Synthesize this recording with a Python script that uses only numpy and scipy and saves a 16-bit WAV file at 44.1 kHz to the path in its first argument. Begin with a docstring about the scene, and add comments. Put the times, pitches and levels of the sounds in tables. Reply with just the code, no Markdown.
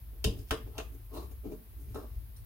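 """A small workshop: a screwdriver works the small screws of a carburettor held on a towel-covered bench.
Impacts of the blade in the slot excite the free vibration of the metal, and sliding friction of screw
and hand makes grainy noise. The casting thuds on the bench, whose low modes boom, and the bench rumbles
under the hands. A close stereo microphone takes in direct sound and brief reverberation, and adds hiss."""
import sys
import numpy as np
from scipy import signal
from scipy.fft import rfft, irfft
from scipy.io import wavfile
from scipy.ndimage import uniform_filter1d

SR = 44100
rng = np.random.default_rng(int(sys.argv[2]) if len(sys.argv) > 2 else 0)


def master_out(mix):
    """Clip the mix to full scale and print it as 16-bit PCM to the path in sys.argv[1]."""
    frames = np.transpose(np.atleast_2d(mix))
    ceiling = np.clip(frames, -1, 1)
    pcm = np.round(ceiling * 32767).astype(np.int16)
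    wavfile.write(sys.argv[1], SR, pcm)


N = 108045
T = np.arange(N) / SR

# Blade impacts: t/s, chatter decay/s, relative level/dB at each of CLICK_BANDS, relative ring level/dB
BLADE_CLICKS = [(0.2421, 0.0011, 1.5, -14, 0.5, -1.5, -2.5, 4),
                (0.2444, 0.0003, 2.5, -11, 1.5, -21, -23, -0.5),
                (0.2478, 0.0014, 7, -12.5, -8, -33, -31, 8), (.5086, 0.002, -9, 8, 0, -7.5, -6.5, -5),
                (0.5123, 0.016, 10.5, 3.5, -7, -13.5, -36, 2),
                (0.7809, 0.00083, -5.5, -15, -7, -12.5, -16, -14),
                (0.7851, 0.0045, 2, -5, -10.5, -21, -60, -21),
                (0.799, 0.008, -4, -8.5, -10, -23.5, -27, -18),
                (1.945, 0.028, 3, -15.5, -27, -31, -20.5, -14), (1.957, 0.037, 3, -4.5, -33, -39, -45, 3)]
# Points of the impact spectrum: f/Hz
CLICK_BANDS = [350, 1200, 3300, 5000, 9500]
# Modes of blade and casting: f/Hz, relative level/dB, T60/s
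METAL_MODES = [(2790, -1, 0.14), (2970, -2, 0.2), (3300, -6, 0.1), (3740, -3, 0.11), (4000, -11, 0.24),
               (4620, -21, 0.39), (4940, -10, 0.16), (6900, -4, 0.089)]


def blade_clicks(snap=0.66, metal_db=-40):
    """Impact excitation: each slip is an impulse plus contact chatter, which sets the metal ringing."""
    knocks, rings = np.zeros(N), np.zeros(N)
    for start, decay, low, mid, high, bright, top, ring_db in BLADE_CLICKS:
        force = chatter(decay)
        force[0] += snap
        bands = zip(CLICK_BANDS, (low, mid, high, bright, top))
        spectrum = [(100, low - 7.5), *bands, (2050, (mid + high) / 2 - 4), (15000, top - 5)]
        knock = colour(whiten(force), sorted(spectrum))
        add(knocks, knock, start)
        metal = modal_ring(METAL_MODES, blur_hz=170)
        add(rings, undb(metal_db + ring_db) * signal.fftconvolve(knock, metal), start)
    return knocks, rings


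# Modes of the screw: f/Hz, relative level/dB, T60/s
SCREW_MODES = [(4250, -3, 0.054), (5620, -0.5, 0.056), (8900, 2, .05), (9180, 4, .06)]


def lift_tick():
    """Free vibration: the screw rings faintly as the blade lifts off."""
    force = whiten(chatter(decay_s=0.0028))
    return undb(-57) * signal.fftconvolve(force, modal_ring(SCREW_MODES, blur_hz=220))


# Rubs of screw and hand: peak t/s, rise/s, fall/s, relative level/dB at each of RUB_BANDS
FRICTION_STROKES = [(.14, 0.0087, 0.026, -39.5, -60, -94, -92), (.27, .012, 0.037, -17.5, -40.5, -103, -81),
                    (0.399, 0.033, 0.026, -37, -61, -60.5, -56), (0.479, 0.006, 0.059, -49, -84, -57, -59),
                    (0.67, 0.0098, 0.037, -31.5, -52.5, -65.5, -76),
                    (.775, 0.02, 0.014, -40, -34.5, -53.5, -71),
                    (0.941, 0.025, 0.018, -34.5, -71, -76, -59.5),
                    (1.128, 0.0078, 0.019, -25.5, -41, -58.5, -70),
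                    (1.15, 0.011, 0.036, -34.5, -35.5, -54, -47),
                    (1.17, 0.017, 0.037, -26.5, -36.5, -50.5, -63),
                    (1.241, 0.021, 0.009, -30.5, -50.5, -61, -57.5),
                    (1.316, .008, 0.0071, -35, -47, -59.5, -50.5),
                    (1.447, 0.0061, 0.042, -21, -48, -62.5, -67),
                    (1.526, 0.014, 0.01, -21.5, -43, -56.5, -57.5),
                    (1.81, 0.031, 0.047, -42, -79, -74, -56), (1.898, 0.027, 0.18, -40.5, -85, -66, -66),
                    (2.032, 0.018, 0.028, -39, -44, -82, -79)]
# Points of the friction spectrum: f/Hz
RUB_BANDS = [350, 1000, 4000, 11000]


def rubs(grain_db=4, grain_s=0.0018):
    """Sliding friction: grainy noise swells and dies with each twist or change of grip."""
    out, t = np.zeros(N), T[:SR // 2]
    for peak, rise, fall, low, mid, high, top in FRICTION_STROKES:
        roughness = np.interp(t / grain_s, np.arange(len(t)), rng.standard_normal(len(t)))
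        friction = unit(undb(grain_db * roughness) * rng.standard_normal(len(t)))
        lead = min(6 * rise, peak)
        cusp = np.exp(np.minimum((t - lead) / rise, (lead - t) / fall))
        swell = uniform_filter1d(cusp, size=SR // 55)
        bands = zip(RUB_BANDS, (low, mid, high, top))
        spectrum = [(120, low - 7), *bands, (1200, mid - 3), (1560, high - 2)]
        add(out, colour(friction * swell, sorted(spectrum)), peak - lead)
    return out


# Seats of the blade in the slot: start t/s, then f/Hz, level/dB for each of three resonances
BLADE_SEATS = [(.2, 223, -7.5, 3310, -4, 5060, 4.5), (.49, 1570, -5.5, 3300, 4, 5100, 1),
               (0.759, 664, 6.5, 2650, 0.5, 6320, 3.5), (1.08, 1097, 7, 2470, -2, 4000, 6),
               (1.291, 425, -4.5, 2366, 5, 6400, -9), (1.931, 1290, 0.5, 3930, 10.5, 5240, 7)]


def slot_resonances(contact, q=11):
    """Contact resonance: each new seat of the blade brings out three frequencies of its own."""
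    out = np.zeros(N)
    seat = np.searchsorted([row[0] for row in BLADE_SEATS], T) - 1
    for k, (_, *peaks) in enumerate(BLADE_SEATS):
        for hz, db in zip(peaks[::2], peaks[1::2]):
            out += undb(db) * resonate(contact * (seat == k), hz, q)
    return out


# Hollow resonances of casting and bench top: f/Hz, bandwidth/Hz, relative level/dB
BODY_RESONANCES = [(193, 12, 0), (281.2, 20, 1.5), (354.9, 7.4, -1.5), (435, 46, 3.5), (630, 61, -5.5),
                   (1224, 74, -6.5), (1405, 42, -5.5), (2680, 130, -2)]


def casting_body(contact):
    """Forced vibration: casting and bench top add their hollow resonances to the contact sound."""
    hollow = sum(undb(db) * resonate(contact, hz, hz / width) for hz, width, db in BODY_RESONANCES)
    return contact + undb(2) * hollow


# Soft thuds of the casting: t/s, contact duration/s, relative level/dB
CASTING_THUDS = [(.254, 0.0067, -25), (.271, 0.0022, -27.5), (0.292, 0.0075, -29), (.39, 0.0065, -37),
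                 (.507, 0.0093, -30.5), (0.637, 0.0089, -37), (0.81, 0.036, -49), (1.88, 0.0033, -47.5),
                 (1.907, 0.0059, -40), (2.157, 0.02, -34.5)]
# Modes of the bench: f/Hz, relative level/dB, T60/s
BENCH_MODES = [(60.2, 4.5, 0.11), (103.5, 8, 0.14), (192.2, 2, 0.12)]


def bench_thuds():
    """Cushioned impact: a half-sine force drives the bench modes; longer contact gives a duller thud."""
    out = np.zeros(N)
    for start, duration, db in CASTING_THUDS:
        force = np.sin(np.pi * np.minimum(T[:SR // 20] / duration, 1))
        add(out, undb(db) * signal.fftconvolve(force / force.sum(), modal_ring(BENCH_MODES)), start)
    return out


# Spectrum of the bench rumble: f/Hz, relative level/dB
RUMBLE_SPECTRUM = [(22, -30), (32, -34), (42, 4), (53, 5), (68, 3), (85, -10.5), (108, -6), (145, -26.5),
                   (220, -39)]
# Envelope of the rumble: t/s, level/dB
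RUMBLE_ENVELOPE = [(0, -46), (.18, -42), (.4, -43), (.48, -48), (.6, -46), (.9, -43), (1.05, -47),
                   (1.15, -43), (1.5, -44), (1.66, -54), (1.76, -44), (1.94, -42), (2.07, -45), (2.18, -38),
                   (2.25, -46), (2.45, -47)]


def bench_rumble(side_db=-13):
    """Structure-borne noise: the working hands drive the bench at random, mostly in the deep bass."""
    spectrum = [(10, -45), *RUMBLE_SPECTRUM, (500, -70), (2000, -110)]
    mid, side = (unit(colour(rng.standard_normal(N), spectrum, size=16384)) for _ in range(2))
    steady_mid = mid / np.sqrt(uniform_filter1d(mid ** 2, size=SR // 12))
    envelope = undb(np.interp(T, *np.array(RUMBLE_ENVELOPE).T))
    return envelope * (steady_mid + undb(side_db) * np.array([side, -side]))


# Reverberation of the workshop by band: f/Hz, T60/s, relative level/dB
ROOM_BANDS = [(163, 0.45, 3.5), (480, 0.28, -3.5), (1450, 0.28, -3.5), (3570, 0.3, -9), (8000, 0.22, 7),
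              (14300, 0.2, -10)]


def workshop(x, direct_db=-4.5, early_db=6.5, early_decay_s=0.0051, left_lag_s=0.000136):
    """Reverberation: direct sound, early scatter from bench and wall, then a short exponential tail."""
    t = T[:SR // 2]
    log_hz = np.log(np.arange(len(t) // 2 + 1) * SR / len(t) + 1)
    field = rfft(diffuse(*rng.standard_normal((2, len(t)))))
    centres = np.log([row[0] for row in ROOM_BANDS])
    onset = 1 - np.exp(-(t / 0.00097) ** 2)
    early = onset * np.exp(-t / early_decay_s)
    early *= undb(early_db) / np.linalg.norm(early)
    response = np.zeros((2, len(t)))
    for share, (_, t60, db) in zip(np.eye(len(ROOM_BANDS)), ROOM_BANDS):
        band = irfft(field * np.interp(log_hz, centres, share), len(t))
        tail = onset * np.exp(-np.log(1000) * t / t60)
        response += undb(db) * np.hypot(tail / np.linalg.norm(tail), early) * band
    response[0, round(left_lag_s * SR)] += undb(direct_db)
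    response[1, 0] += undb(direct_db)
    return np.array([signal.fftconvolve(x, whiten(channel))[:N] for channel in response])


# Spectral density of the hiss: f/Hz, relative level/dB
HISS_SPECTRUM = [(200, 7), (500, -3), (1000, -6), (2200, -8.5), (4800, -12.5), (6800, -17.5), (8300, -15.5),
                 (10000, -7), (12500, -1), (15800, -2.5)]


def hiss():
    """Noise floor: quiet room air and the microphone's bright self-noise."""
    noises = [unit(colour(rng.standard_normal(N), [(60, -20), *HISS_SPECTRUM])) for _ in range(2)]
    return undb(-58) * diffuse(*noises) * pan(0.2)


def chatter(decay_s):
    """Random micro-impacts: an exponentially dying noise burst of unit energy."""
    force = rng.standard_normal(SR // 8) * np.exp(-T[:SR // 8] / decay_s)
    return force / np.linalg.norm(force)


def modal_ring(modes, blur_hz=0):
    """Modal superposition: damped sines; loose parts in contact blur each line by phase diffusion."""
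    t = T[:SR // 2]
    steps = rng.standard_normal((len(modes), len(t)))
    drifts = np.cumsum(steps, axis=1) * np.sqrt(2 * np.pi * blur_hz / SR)
    return sum(undb(db) * np.sin(2 * np.pi * hz * t + drift) * np.exp(-np.log(1000) * t / t60)
               for (hz, db, t60), drift in zip(modes, drifts))


def resonate(x, hz, q):
    """Second-order resonance with unit gain at its peak."""
    return signal.lfilter(*signal.iirpeak(hz, q, fs=SR), x)


def diffuse(a, b, corner_hz=535):
    """Diffuse-field coherence: two noises become a pair alike in the bass, unrelated in the treble."""
    hz = np.arange(len(a) // 2 + 1) * SR / len(a)
    coherence = 0.88 / (1 + (hz / corner_hz) ** 2)
    mid = irfft(rfft(a) * np.sqrt((1 + coherence) / 2), len(a))
    side = irfft(rfft(b) * np.sqrt((1 - coherence) / 2), len(a))
    return np.array([mid + side, mid - side])


def colour(x, points, size=2048):
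    """Minimum-phase filtering through (f/Hz, level/dB) points, by folding the cepstrum."""
    hz, db = np.array(points, float).T
    log_hz = np.log(np.arange(size // 2 + 1) * SR / size + 1)
    gain = undb(np.interp(log_hz, np.log(hz), db))
    cepstrum = irfft(np.log(gain))
    cepstrum[1:size // 2] *= 2
    cepstrum[size // 2 + 1:] = 0
    return signal.fftconvolve(x, irfft(np.exp(rfft(cepstrum))))[:len(x)]


def whiten(x, smooth_hz=125):
    """Inverse filtering: a burst gets a level spectrum and unit energy but keeps its fine scatter."""
    hz = np.arange(1, 800) * 25
    power = uniform_filter1d(np.abs(rfft(x, SR)) ** 2, smooth_hz)[hz]  # bins are 1 Hz apart
    return colour(x, np.column_stack([hz, -10 * np.log10(power)]))


def pan(left_db):
    """Level panning: stereo gains with the left channel left_db above the right."""
    return undb(np.array([[left_db], [-left_db]]) / 2)


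def add(out, x, start):
    """Superposition of x on out from start/s."""
    i = int(start * SR)
    out[i:i + len(x)] += x[:N - i]


def undb(db):
    """Amplitude ratio of a level/dB."""
    return 10 ** (np.asarray(db) / 20)


def unit(x):
    """Normalisation to rms 1."""
    return x / np.sqrt(np.mean(x ** 2))


def scene():
    """Source and filter: clicks and rubs pass through casting and room, over bench sounds and hiss."""
    knocks, rings = blade_clicks()
    add(rings, lift_tick(), start=2.362)
    contact = knocks + rubs()
    radiated = casting_body(contact) + slot_resonances(contact) + rings
    work = workshop(radiated) + bench_rumble() + bench_thuds()
    return work * pan(1.7) + hiss()


def record(dry, low_cut_hz=31, top_hz=15800):
    """Band limiting: a gentle high-pass thins the deepest bass and a steep low-pass cuts the top."""
    thinned = signal.sosfilt(signal.butter(2, low_cut_hz, "high", fs=SR, output="sos"), dry)
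    return signal.sosfilt(signal.ellip(10, .2, 80, top_hz, fs=SR, output="sos"), thinned)


dry = scene()
out = record(dry)
master_out(out)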